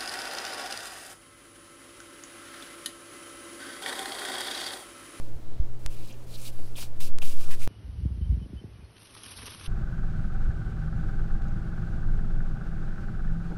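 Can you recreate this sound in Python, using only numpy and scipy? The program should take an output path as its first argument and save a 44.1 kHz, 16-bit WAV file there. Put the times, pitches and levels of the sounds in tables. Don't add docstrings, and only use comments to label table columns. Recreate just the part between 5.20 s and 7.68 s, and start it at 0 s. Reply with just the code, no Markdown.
import sys
import numpy as np
from scipy import signal
from scipy.fft import rfft, irfft
from scipy.io import wavfile

SR = 44100
rng = np.random.default_rng(int(sys.argv[2]) if len(sys.argv) > 2 else 0)


def to_wav(sig):
    pcm = np.clip(np.atleast_2d(sig), -1, 1) * 32767
    pcm = np.round(pcm).astype(np.int16)
    wavfile.write(sys.argv[1], SR, pcm.T)


def decibels_to_gain(level_db):
    exponent = np.asarray(level_db, float) / 20
    return 10 ** exponent


N = 109191

# start in seconds, length in seconds, level at start in dB, level at end in dB.
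STROKES = [(0.0, 0.28, -54, -71.5), (0.589, 0.13, -60.5, -58), (0.7, 0.047, -58, -51),
           (.76, 0.098, -57.5, -52), (0.868, .04, -52.5, -52), (0.925, 0.12, -62, -59),
           (1.063, .07, -58.5, -48), (1.14, 0.02, -48, -50.5), (1.166, 0.042, -53, -45.5),
           (1.21, 0.036, -46.5, -45.5), (1.244, 0.037, -46, -39.5), (1.323, 0.33, -59.5, -58),
           (1.557, 0.028, -48, -37), (1.589, 0.04, -48, -37.5), (1.64, 0.059, -61, -64),
           (1.756, 0.022, -60, -64), (1.800, 0.078, -35.5, -44.5), (2.011, 0.025, -43.5, -39),
           (2.044, 0.084, -40, -43.5), (2.138, 0.071, -55.5, -45), (2.203, 0.039, -54, -43),
           (2.259, 0.05, -57, -46.5), (2.305, 0.046, -43, -45.5), (2.369, 0.018, -62, -56.5),
           (2.389, 0.035, -52, -40.5), (2.427, 0.027, -43, -46)]
# frequency in Hz, level in dB per Hz.
FILM_COLOUR = [(500, -22), (1200, -8.5), (1900, -15.5), (2400, -3.5), (4800, -3.5), (6500, -5.5),
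               (9500, -4), (15600, -10.5)]
# frequency in Hz, width in Hz, level in dB.
BOWL_MODES = [(2398, 21, -21), (2423, 19, -15.5), (2707, 42, -23), (2912, 18, -22), (3870, 22.4, -20.5),
              (4690, 50, -20), (4970, 28, -22), (9220, 22, -16)]
# frequency in Hz, level in dB per Hz.
AIR_COLOUR = [(25, 1), (50, 1), (90, -9.5), (200, -13), (380, -16), (1100, -27.5), (2500, -35.5),
              (15600, -46.5)]
# frequency in Hz, rms level in dB.
HUM_LINES = [(59.8, -60), (119.8, -47), (179.5, -64.5)]
# frequency in Hz, width in Hz, level in dB.
CASING_MODES = [(324, 23.6, -60.5), (405, 6.7, -66.5), (535, 41, -65), (584.5, 8.1, -80.5)]
# time in seconds, pressure in full scale.
SWAY_TURNS = [(-.01, .03), (.03, .11), (.086, .07), (.121, .11), (.19, .03), (.313, -.123), (.385, 0),
              (.44, .08), (.516, -.13), (.645, .055), (.685, .11), (.722, -.09), (.75, -.05), (.788, -.11),
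              (.96, .03), (1.01, .03), (1.098, -.03), (1.19, .068), (1.257, .03), (1.295, .075),
              (1.403, -.187), (1.518, .096), (1.616, -.066), (1.722, .119), (1.835, -.295), (1.935, .39),
              (2.062, -.417), (2.175, .405), (2.306, -.4), (2.432, .285)]
# time in seconds, pressure in full scale.
SWAY_END = (2.476, .12)
# start in seconds, size in full scale, ring in Hz.
KNOCKS = [
    (.160, -.05, 50),
    (.398, .36, 41),
    (.655, .13, 38),
]
# start in seconds, length in seconds, level in dB, pitch in Hz.
HOLLOWS = [(0.206, 0.23, -70, 3780), (0.69, 0.18, -64.5, 2750), (.76, 0.093, -63.5, 3860),
           (0.881, .012, -59, 4030), (0.896, 0.022, -54.5, 2820), (0.922, 0.0033, -51, 5960),
           (0.933, .01, -60, 2900), (1.097, 0.035, -61, 4000), (1.136, 0.024, -50, 4070),
           (1.25, 0.033, -51, 3820), (1.315, 0.17, -64.5, 11300), (1.316, 0.17, -67.5, 4350),
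           (1.553, .008, -48, 3200), (1.568, 0.016, -48, 2600), (1.596, 0.035, -52.5, 2780),
           (1.604, 0.031, -47.5, 4860), (1.801, 0.0092, -50.5, 2210), (1.803, 0.012, -50.5, 3700),
           (2.016, 0.011, -40.5, 2800), (2.042, 0.088, -60.5, 2670), (2.2, 0.023, -59.5, 1220),
           (2.234, 0.047, -60, 1220), (2.28, 0.06, -54.5, 1110), (2.303, 0.043, -49, 1700),
           (2.31, 0.025, -48.5, 2590), (2.407, 0.022, -58, 1350), (2.414, 0.028, -49.5, 2180)]
# start in seconds, level in dB, pitch in Hz.
PATS = [(0.799, -53, 285), (1.287, -50.5, 885), (1.39, -47, 284), (1.582, -43.5, 596), (1.626, -38.5, 1000),
        (1.807, -45, 850), (1.81, -53, 268), (1.881, -52, 200), (2.021, -41, 810), (2.024, -40.5, 340),
        (2.13, -50, 277), (2.21, -44, 1230), (2.288, -43.5, 414), (2.325, -52, 1280)]
DROPOUTS_S = [.66259, 1.98619]

GRAINS_PER_S, GRAIN_SPREAD_DB = 9000, 1.5
FILM_DB, FILM_PATCHY_DB, FILM_PATCHES_PER_S = -4.5, 1.2, 20
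STROKE_ATTACK_S, STROKE_RELEASE_S = 0.0072, 0.016
ROOM_T60_S, ROOM_DB = 0.083, -18
AIR_DB, AIR_PATCHY_DB = -46.5, 1.5
HUM_WOBBLE_DB = 1.0
KNOCK_RISE_S, KNOCK_PUSH_S, KNOCK_RING_S, KNOCK_RING = 0.004, 0.047, 0.0214, 0.47
HOLLOW_WIDTH, HOLLOW_SMEAR_PER_S = 0.24, 20
HOLLOW_ATTACK_S, HOLLOW_RELEASE_S = 0.0038, 0.0056
PAT_ATTACK_S, PAT_CYCLES = 0.002, 4.3
LOST_SAMPLES = 3
CUTOFF_HZ = 15800


def rms_one(x):
    return x / np.sqrt(np.mean(x ** 2) + 1e-20)


def drift(rate):
    r = np.exp(-80 * np.pi * rate / SR)
    slow = signal.lfilter([1], [1, -2 * r, r * r], rng.standard_normal(N // 40 + 2002))[2000:]
    return np.interp(np.arange(N) / 40, np.arange(len(slow)), rms_one(slow - slow.mean()))


def colour(x, spectrum):
    hz, db = np.transpose(spectrum)
    grid = np.maximum(np.arange(len(x) // 2 + 1) * SR / len(x), 1)
    gain = decibels_to_gain(np.interp(np.log(grid), np.log(hz), db)) * (grid > 15)
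    return irfft(rfft(x) * gain, len(x))


def resonate(x, hz, width_hz):
    r = np.exp(-np.pi * width_hz / SR)
    poles = [1, -2 * r * np.cos(2 * np.pi * hz / SR), r * r]
    return signal.lfilter([(1 - r * r) / 2, 0, (r * r - 1) / 2], poles, x)


def envelope(start, length, release, attack):
    t = np.arange(N) / SR - start
    return np.clip(t / attack, 0, 1) * np.exp(-np.clip(t - length, 0, 40 * release) / release)


def grains():
    size_db = GRAIN_SPREAD_DB * np.minimum(rng.exponential(1, N), 5)
    sizes = decibels_to_gain(size_db) * rng.choice([-1, 1], N)
    return rms_one(sizes * (rng.random(N) < GRAINS_PER_S / SR))


def film_rustle():
    spectrum = rfft(colour(grains(), FILM_COLOUR))
    hz = np.arange(1, N // 2 + 2) * SR / N
    band = np.clip(np.log2(hz / 500) * 1.5, 0, 7)
    out = np.zeros(N)
    for k in range(8):
        crossfade = np.cos(np.pi / 2 * np.clip(band - k, -1, 1)) ** 2
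        fold = irfft(spectrum * crossfade, N)
        out += fold * decibels_to_gain(FILM_PATCHY_DB * drift(FILM_PATCHES_PER_S))
    return rms_one(out)


def strokes():
    t = np.arange(N) / SR
    loudness = np.zeros(N)
    for start, length, from_db, to_db in STROKES:
        glide_db = np.interp(t, [start, start + length], [from_db, to_db])
        loudness += decibels_to_gain(FILM_DB + glide_db) * envelope(start, length, STROKE_RELEASE_S, STROKE_ATTACK_S)
    return film_rustle() * loudness


def bowl(rub):
    return sum(decibels_to_gain(db + 14.5) * resonate(rub, hz, width_hz) for hz, width_hz, db in BOWL_MODES)


def kitchen(x):
    t = np.arange(SR // 2) / SR
    tail = rng.standard_normal(len(t)) * decibels_to_gain(-60 * t / ROOM_T60_S) * (t > .004)
    return decibels_to_gain(ROOM_DB) * signal.fftconvolve(x, tail / np.linalg.norm(tail))[:N]


def air():
    noise = decibels_to_gain(AIR_DB) * rms_one(colour(rng.standard_normal(N), AIR_COLOUR))
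    low = signal.sosfiltfilt(signal.butter(2, 300, fs=SR, output="sos"), noise)
    return low * decibels_to_gain(AIR_PATCHY_DB * drift(8)) + (noise - low) * decibels_to_gain(.5 * drift(20))


def fridge():
    t = np.arange(N) / SR
    shake = rng.standard_normal(N)
    out = np.zeros(N)
    for hz, db in HUM_LINES:
        level = np.sqrt(2) * decibels_to_gain(db + HUM_WOBBLE_DB * drift(6))
        out += level * np.sin(2 * np.pi * hz * t + .35 * drift(4))
    for hz, width_hz, db in CASING_MODES:
        out += decibels_to_gain(db + 1.7 * drift(8.9)) * rms_one(resonate(shake, hz, width_hz))
    return out


def sway():
    s, p = np.transpose(SWAY_TURNS + [SWAY_END])
    place = np.interp(np.arange(N) / SR, s, np.arange(len(s)))
    k = np.minimum(place.astype(int), len(s) - 2)
    return p[k] + (p[k + 1] - p[k]) * (1 - np.cos(np.pi * (place - k))) / 2


def knocks():
    out = np.zeros(N)
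    for start, size, hz in KNOCKS:
        u = np.maximum(np.arange(N) / SR - start, 0)
        rise = 1 - np.exp(-(u / KNOCK_RISE_S) ** 2)
        push = .5 * np.exp(-u / KNOCK_PUSH_S)
        ring = KNOCK_RING * np.exp(-u / KNOCK_RING_S) * np.sin(2 * np.pi * hz * u)
        out += size * rise * (push + ring)
    return out


def hollows():
    slips = grains()
    out = np.zeros(N)
    for start, length, db, hz in HOLLOWS:
        width_hz = HOLLOW_WIDTH * hz * (1 + HOLLOW_SMEAR_PER_S * min(length, .04))
        hollow = rms_one(resonate(resonate(slips, hz, width_hz), hz, width_hz))
        out += decibels_to_gain(db) * hollow * envelope(start, length, HOLLOW_RELEASE_S, HOLLOW_ATTACK_S)
    return out


def pats():
    puff = rng.standard_normal(N)
    out = np.zeros(N)
    for start, db, hz in PATS:
        thud = rms_one(resonate(puff, hz, 0.66 * hz))
        out += decibels_to_gain(db) * thud * envelope(start, 0, PAT_CYCLES / hz, PAT_ATTACK_S)
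    return out


def scene():
    rub = strokes() + hollows()
    hands = rub + bowl(rub) + pats()
    return (hands + kitchen(hands) + air() + fridge() + sway() + knocks())[None]


def roll_off(x):
    return signal.sosfilt(signal.butter(12, 15750, fs=SR, output="sos"), x)


def record(dry):
    kept = np.ones(N)
    for s in DROPOUTS_S:
        kept[int(s * SR):int(s * SR) + LOST_SAMPLES] = 0
    top_cut = signal.ellip(10, .1, 30, CUTOFF_HZ, fs=SR, output="sos")
    mix = signal.sosfiltfilt(top_cut, dry * kept)
    return roll_off(mix)


dry = scene()
out = record(dry)
to_wav(out)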